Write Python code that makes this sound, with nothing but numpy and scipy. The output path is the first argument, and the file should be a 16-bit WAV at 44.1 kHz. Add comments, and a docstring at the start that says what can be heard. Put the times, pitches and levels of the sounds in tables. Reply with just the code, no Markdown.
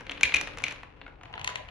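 """Small plastic balls roll down a toy track of hollow building blocks, in a quiet room.
They rumble along the troughs, knock against joints and rims, and clack where they hit a hollow bend.
Each blow spreads through the plastic, treble first; the table thumps below and the room rings on."""
import sys
import numpy as np
from scipy import signal
from scipy.fft import rfft, irfft
from scipy.io import wavfile

SR = 44100
rng = np.random.default_rng(int(sys.argv[2]) if len(sys.argv) > 2 else 0)


def output_pcm(signal):
    """Save a mono or channel-first signal as 16-bit PCM at the path in sys.argv[1].

    Samples are clipped to [-1, 1] before scaling.
    """
    pcm = np.clip(np.atleast_2d(signal).T, -1, 1) * 32767
    wavfile.write(sys.argv[1], SR, np.round(pcm).astype(np.int16))


N = 74970
TIME = np.arange(N) / SR
BLOW_SAMPLES = 4096

# Tone colours of the steady noises. Each row: frequency in Hz, relative level in dB.
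AIR_COLOUR = [(22, -10), (36, 3), (60, -8), (250, -18.5), (1000, -20), (4000, -47), (12000, -70.5)]
RUMBLE_COLOUR = [(55, -8), (105, 0.5), (190, -10.5)]
DRONE_COLOUR = [(150, -6.5), (220, -13.5), (285, 5.5), (345, -9), (450, 0.5), (540, -1), (700, -19)]
ROLL_COLOUR = [(350, -13.5), (600, -3), (1700, 0), (2700, -0.5), (3700, -16), (5500, -31), (8500, -47.5)]
SIZZLE_COLOUR = [(2500, 1.5), (5800, -7.5), (8500, -25), (10300, -14), (12000, -33.5)]
# Tone colours of a blow's low, middle and high parts, and of the room's echo. Rows as above.
THUD_COLOUR = [(200, -4.5), (330, -9), (550, -3), (900, -0.5), (1400, -1.5), (2000, -5)]
CLACK_COLOUR = [(900, -31.5), (1600, -3.5), (2100, 5.5), (2700, 5.5), (3400, -2.5), (4300, -6.5),
                (5400, -33)]
TICK_COLOUR = [(3500, -6), (4500, -6.5), (5200, -3), (6100, 5), (7400, -1.5), (8800, -21.5), (10200, -2),
               (11200, -9.5), (12500, -40.5)]
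ECHO_COLOUR = [(200, -5), (600, 2), (1400, -3), (2400, -11.5), (3600, -4), (6500, -9), (11000, -13)]
# The echo's length. Each row: frequency in Hz, fade time (t60, the time to drop 60 dB) in seconds.
ECHO_FADE = [(200, 0.17), (600, 0.28), (2400, 0.36), (11000, 0.22)]
# How alike the two ears' sounds are. Each row: frequency in Hz, likeness from 0 to 1.
EAR_LIKENESS = [(80, .98), (270, 0.7), (580, 0.12), (1240, 0.3), (5000, 0.0)]
# Loudness of the table's rumble, the blocks' drone, the rolling. Each row: time in seconds, level in dB.
RUMBLE_LEVELS = [(0, -55.5), (.3, -53), (.7, -53.5), (.95, -64), (1.2, -59.5), (1.42, -50.5), (1.7, -58)]
DRONE_LEVELS = [(0, -55), (.24, -46), (.48, -49), (.68, -54.5), (.9, -63), (1.05, -57), (1.4, -70.5)]
ROLL_LEVELS = [(0, -47.5), (.04, -55.5), (.14, -51.5), (.3, -46.5), (.48, -46), (.56, -50), (.7, -46),
               (.84, -55), (.93, -63), (1.1, -60.5), (1.17, -66.5), (1.28, -58), (1.7, -55)]
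# The table's own tones. Each row: pitch in Hz, level against the clack in dB, fade time in seconds.
TABLE_TONES = [(66, -7.5, 0.12), (120, -24, 0.15), (172, -22, 0.12), (280, -21, 0.12)]
# The trough's air, sinking in pitch at the last bend. Each row: time in seconds, pitch in Hz, level in dB.
TROUGH_HUM = [(1.15, 794, -73.5), (1.24, 806, -56.5), (1.35, 825, -49), (1.46, 802, -49), (1.52, 642, -51),
              (1.59, 600, -45.5), (1.66, 720, -56)]
# Hollow pieces a ball crosses. Each row: start and end in seconds, then a list of tones,
# each with pitch in Hz, level against the clack in dB, fade time in seconds.
HOLLOW_PIECES = [(.08, .1, [(3200, 6, 0.011)]), (1.05, 1.15, [(1407, 12.5, 0.029), (2180, 11, 0.032)]),
                 (1.18, 1.7, [(1005, -4, 0.048), (1900, 7.5, 0.016), (2940, 12, 0.01), (3980, 1, 0.0044)])]
# A hollow bend's tones. Each row: multiple of the ring pitch, signed strength, fade time in seconds.
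BEND_TONES = [(0.873, 0.18, 0.068), (0.957, -1.19, 0.015), (1.043, 0.88, 0.026), (1.77, 0.017, 0.022),
              (2.48, -0.093, 0.019)]
# Where the knocking ball is. Each row: time in seconds, the left ear's head start in milliseconds.
BALL_PLACE = [(.23, -0.029), (.7, -0.029), (1.26, 0.069), (1.42, 0.24)]
# Light knocks on joints and rims. Each row: start in seconds, then thud, clack and tick levels in dB.
LIGHT_KNOCKS = [(0.0081, -42.5, -65, -55.5), (0.0673, -50, -42.5, -60), (0.0954, -42, -29.5, -57),
                (0.1119, -41.5, -60, -50.5), (0.1177, -60, -33, -49.5), (0.1774, -52, -40.5, -73.5),
                (0.2106, -38, -34, -41.5), (0.2535, -59, -26, -50), (0.2925, -44, -33, -66),
                (0.3221, -39.5, -31.5, -56), (0.4125, -34.5, -37, -34.5), (0.4735, -39, -38, -51),
                (0.5734, -40.5, -46, -51.5), (0.5853, -42.5, -41.5, -45), (0.6216, -42.5, -57, -54),
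                (0.6828, -43.5, -34.5, -44.5), (0.7098, -48, -41, -50), (0.7115, -45, -41, -60),
                (0.7239, -45, -46, -49.5), (0.8331, -41.5, -48, -66), (1.0149, -46.5, -43.5, -89.5),
                (1.0645, -48.5, -48, -82), (1.0803, -47, -57, -74.5), (1.212, -49.5, -56, -78),
                (1.2341, -48, -49, -59), (1.2557, -54, -48.5, -71), (1.3282, -56, -51, -67),
                (1.3388, -43, -35, -72), (1.355, -42, -69, -65), (1.3782, -38.5, -39, -70),
                (1.3952, -48.5, -41, -56), (1.4139, -73, -39, -53), (1.4452, -50, -31, -37),
                (1.4755, -43, -25.5, -34), (1.4915, -35, -64, -57), (1.5014, -60, -72, -48),
                (1.557, -48, -30, -41.5), (1.6874, -53, -43.5, -65)]
# Hard hits. Each row: start in seconds, then thud, clack, tick and ring levels in dB, ring pitch in Hz.
HARD_HITS = [(0.2326, -37.5, -19, -24, -11.5, 2324), (0.3409, -46, -25.5, -37.5, -17, 2394),
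             (0.3446, -37, -24.5, -31, -17.5, 2380), (0.3602, -46.5, -27.5, -39, -32, 2500),
             (0.366, -54, -29.5, -37.5, -22, 2380), (0.6391, -41.5, -27, -35, -22, 2320),
             (0.667, -50, -34.5, -68, -36, 2270)]

THUD_T60_S, CLACK_T60_S, TICK_T60_S = 0.037, 0.032, 0.013
HARD_FADE_FACTOR = 1.8  # hard hits ring this many times longer
BLOW_S, SWELL_S = 0.005, 0.00045  # a blow's first burst; the time plastic takes to start ringing
TRAVEL_S, TRAVEL_AT_HZ = 0.000788, 4230  # a bending wave's spread: this frequency arrives on time, lower ones later, by this time two octaves down
TRACK_PAN_DB = 4  # the track is to the left


def from_db(db):
    """Turn decibels into a gain."""
    return 10 ** (np.asarray(db) / 20)


def unit_level(x):
    """Scale a signal to an average power of 1."""
    return x / np.sqrt(np.mean(x ** 2) + 1e-20)


def in_time(rows):
    """Read a table's columns at every sample."""
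    times, *columns = np.transpose(rows)
    return [np.interp(TIME, times, column) for column in columns]


def at_hz(rows, hz):
    """Read a table between its frequencies, with octaves evenly spaced."""
    freqs, values = np.transpose(rows)
    return np.interp(np.log(np.maximum(hz, 1)), np.log(freqs), values)


def colour_gain(rows, hz):
    """The gain of a tone colour, falling steeply beyond its ends."""
    rolloff = np.minimum(1, np.minimum(hz / rows[0][0], rows[-1][0] / np.maximum(hz, 1)))
    return from_db(at_hz(rows, hz)) * rolloff ** 4


def panned(db=TRACK_PAN_DB):
    """Left and right gains, the left louder by db."""
    return unit_level(from_db(np.array([[db], [-db]]) / 2))


def add(out, start_s, sound):
    """Mix a stereo sound in at a given time."""
    i = max(int(start_s * SR), 0)
    out[:, i:i + sound.shape[1]] += sound[:, :N - i]


def two_ears(mid, side, hz):
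    """Blend two unrelated signals into left and right, most alike in the bass."""
    alike = at_hz(EAR_LIKENESS, hz)
    return np.sqrt((1 + alike) / 2) * mid + np.sqrt((1 - alike) / 2) * side * [[1], [-1]]


def stereo_noise(pair, colour):
    """Give two noises a tone colour and place them on the track's side."""
    hz = np.fft.rfftfreq(N, 1 / SR)
    mid, side = rfft(pair) * colour_gain(colour, hz)
    return unit_level(irfft(two_ears(mid, side, hz), N)) * panned()


def still_air():
    """The quiet room's faint, low hush."""
    return from_db(-54) * stereo_noise(rng.standard_normal((2, N)), AIR_COLOUR)


def room_echo(sound, gap_s=0.0085, build_s=0.0045):
    """A smooth echo builds up just after the sound and lasts longest in the middle frequencies."""
    edges = 150 * 2 ** np.arange(0, 6.6, .5)  # half-octave bands, in Hz
    white = rng.standard_normal((2, 2, N))
    build = np.clip((TIME - gap_s) / build_s, 0, 1)
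    tail = 0
    for k, (low, high) in enumerate(zip(edges, edges[1:])):
        hz = np.sqrt(low * high)
        band = signal.butter(2, [low, high], "band", fs=SR, output="sos")
        mid, side = signal.sosfilt(band, white[k % 2])
        fade = build * from_db(-60 * TIME / at_hz(ECHO_FADE, hz))
        tail += from_db(at_hz(ECHO_COLOUR, hz)) * two_ears(mid, side, hz) * fade / np.linalg.norm(fade)
    return signal.fftconvolve(sound[:1], tail, axes=1)[:, :N] * panned(db=0.6) * from_db(-1.5)


def table_below(swell_cycles=1.2):
    """Hard hits thump the table, its lowest tones swelling last; the balls' weight keeps it rumbling."""
    out, thump = np.zeros((2, N)), 0
    for hz, db, t60 in TABLE_TONES:
        swell = 1 - np.exp(-TIME * hz / swell_cycles)
        thump += from_db(db - 60 * TIME / t60) * np.sin(2 * np.pi * hz * TIME) * swell
    for start, _, clack_db, *_ in HARD_HITS:
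        add(out, start, from_db(clack_db) * thump * panned())
    rumble_db, = in_time(RUMBLE_LEVELS)
    return out + from_db(rumble_db) * stereo_noise(rng.standard_normal((2, N)), RUMBLE_COLOUR)


def bumps(per_second=3000, spread_db=3):
    """A rolling ball makes countless tiny contacts of uneven size."""
    sizes = from_db(spread_db * np.minimum(rng.exponential(1, N), 4))
    return (rng.random(N) < per_second / SR) * sizes * rng.standard_normal((2, N))


def trough_air(width_hz=130):
    """Bumps make the air in the trough hum, at a pitch that moves with the ball."""
    hz, db = in_time(TROUGH_HUM)
    carrier = np.exp(2j * np.pi * np.cumsum(hz) / SR)
    decay = np.exp(-2 * np.pi * width_hz / SR)
    # Shift the pitch down to 0 Hz, keep a narrow band there, then shift it back up.
    narrow = signal.lfilter([1], [1, -2 * decay, decay ** 2], bumps() / carrier)
    return from_db(db) * unit_level((narrow * carrier).real) * panned()


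def rolling():
    """Bumps shake the track: a rolling noise, a sizzle from quicker balls, the hollow blocks' drone."""
    roll_db, = in_time(ROLL_LEVELS)
    drone_db, = in_time(DRONE_LEVELS)
    sizzle_db = -68.5 + 1.67 * (roll_db + 53.5)  # grows faster than the rolling noise
    shake = bumps()
    return (from_db(roll_db) * stereo_noise(shake, ROLL_COLOUR)
            + from_db(sizzle_db) * stereo_noise(shake, SIZZLE_COLOUR)
            + from_db(drone_db) * stereo_noise(bumps(), DRONE_COLOUR))


def piece_ring(tones, lead_s, top_hz=4600):
    """A hollow piece rings softly; each knock stirs its tones a little differently."""
    t = np.maximum(TIME[:BLOW_SAMPLES] + np.array([[1], [-1]]) * lead_s / 2, 0)
    ring = sum(from_db(db + rng.normal(0, 1) - 60 * t / t60) * np.sin(2 * np.pi * hz * t)
               for hz, db, t60 in tones)
    swell = 1 - np.exp(-t / SWELL_S)
    return signal.sosfilt(signal.butter(6, top_hz, fs=SR, output="sos"), ring * swell)


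def bend_rings():
    """A hard hit rings a hollow bend: two close tones swell and beat for a few milliseconds."""
    out, t = np.zeros((2, N)), TIME[:BLOW_SAMPLES]
    for start, *_, ring_db, hz in HARD_HITS:
        ring = sum(strength * np.sin(2 * np.pi * hz * ratio * t) * from_db(-60 * t / t60)
                   for ratio, strength, t60 in BEND_TONES)
        ring /= np.std(ring[:int(BLOW_S * SR)])
        add(out, start, from_db(ring_db) * ring * panned(db=6))
    return out


def bending_wave(colour, t60, lead_s, scatter_db=1):
    """The plastic flexes: a wave arrives about BLOW_S in, treble first, and scatters among the blocks."""
    t, hz = TIME[:BLOW_SAMPLES], np.fft.rfftfreq(BLOW_SAMPLES, 1 / SR)
    noise = rng.standard_normal(BLOW_SAMPLES) + .5 * rng.standard_normal((2, BLOW_SAMPLES))
    echoes = noise * from_db(-60 * t / t60) * (1 - np.exp(-t / SWELL_S))
    spectrum = 1 + from_db(scatter_db) * rfft(unit_level(echoes)) / np.sqrt(BLOW_SAMPLES)
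    travel_cycles = TRAVEL_S * (2 * np.sqrt(hz * TRAVEL_AT_HZ) - hz)
    ear_cycles = hz * (BLOW_S + np.array([[-1], [1]]) * lead_s / 2)
    delay = np.exp(-2j * np.pi * (travel_cycles + ear_cycles))
    wave = irfft(spectrum * colour_gain(colour, hz) * delay)
    burst_samples = 2 * BLOW_S * SR
    return wave / np.sqrt(np.sum(wave[:, :int(burst_samples)] ** 2) / burst_samples)


def ball_blows():
    """Each time a ball strikes the track, it makes a low thud, a middle clack and a high tick."""
    out = np.zeros((2, N))
    for rows, stretch in (HARD_HITS, HARD_FADE_FACTOR), (LIGHT_KNOCKS, 1):
        for start, thud_db, clack_db, tick_db, *_ in rows:
            lead_s = np.interp(start, *np.transpose(BALL_PLACE)) / 1000
            for enter, leave, tones in HOLLOW_PIECES:
                if enter < start < leave:
                    add(out, start, from_db(clack_db) * piece_ring(tones, lead_s) * panned())
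                    clack_db -= 4  # the piece's ring replaces part of the clack
            thud = from_db(thud_db) * bending_wave(THUD_COLOUR, THUD_T60_S * stretch, lead_s)
            clack = from_db(clack_db) * bending_wave(CLACK_COLOUR, CLACK_T60_S * stretch, lead_s)
            tick = from_db(tick_db) * bending_wave(TICK_COLOUR, TICK_T60_S * stretch, lead_s)
            add(out, start - BLOW_S, thud * panned(db=0.5) + clack * panned() + tick)
    return out


def scene():
    """The blows and their echo, over the rolling, the table and the still air."""
    hits = ball_blows() + bend_rings()
    air = still_air()
    return hits + room_echo(hits) + rolling() + trough_air() + table_below() + air


def record(dry):
    """Round off the highest peaks and cut the very top of the treble."""
    ceiling, cutoff_hz = 0.92, 13000
    rounded = dry / (1 + (dry / ceiling) ** 8) ** (1 / 8)
    return signal.sosfilt(signal.cheby2(12, 60, cutoff_hz, fs=SR, output="sos"), rounded)


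dry = scene()
out = record(dry)
output_pcm(out)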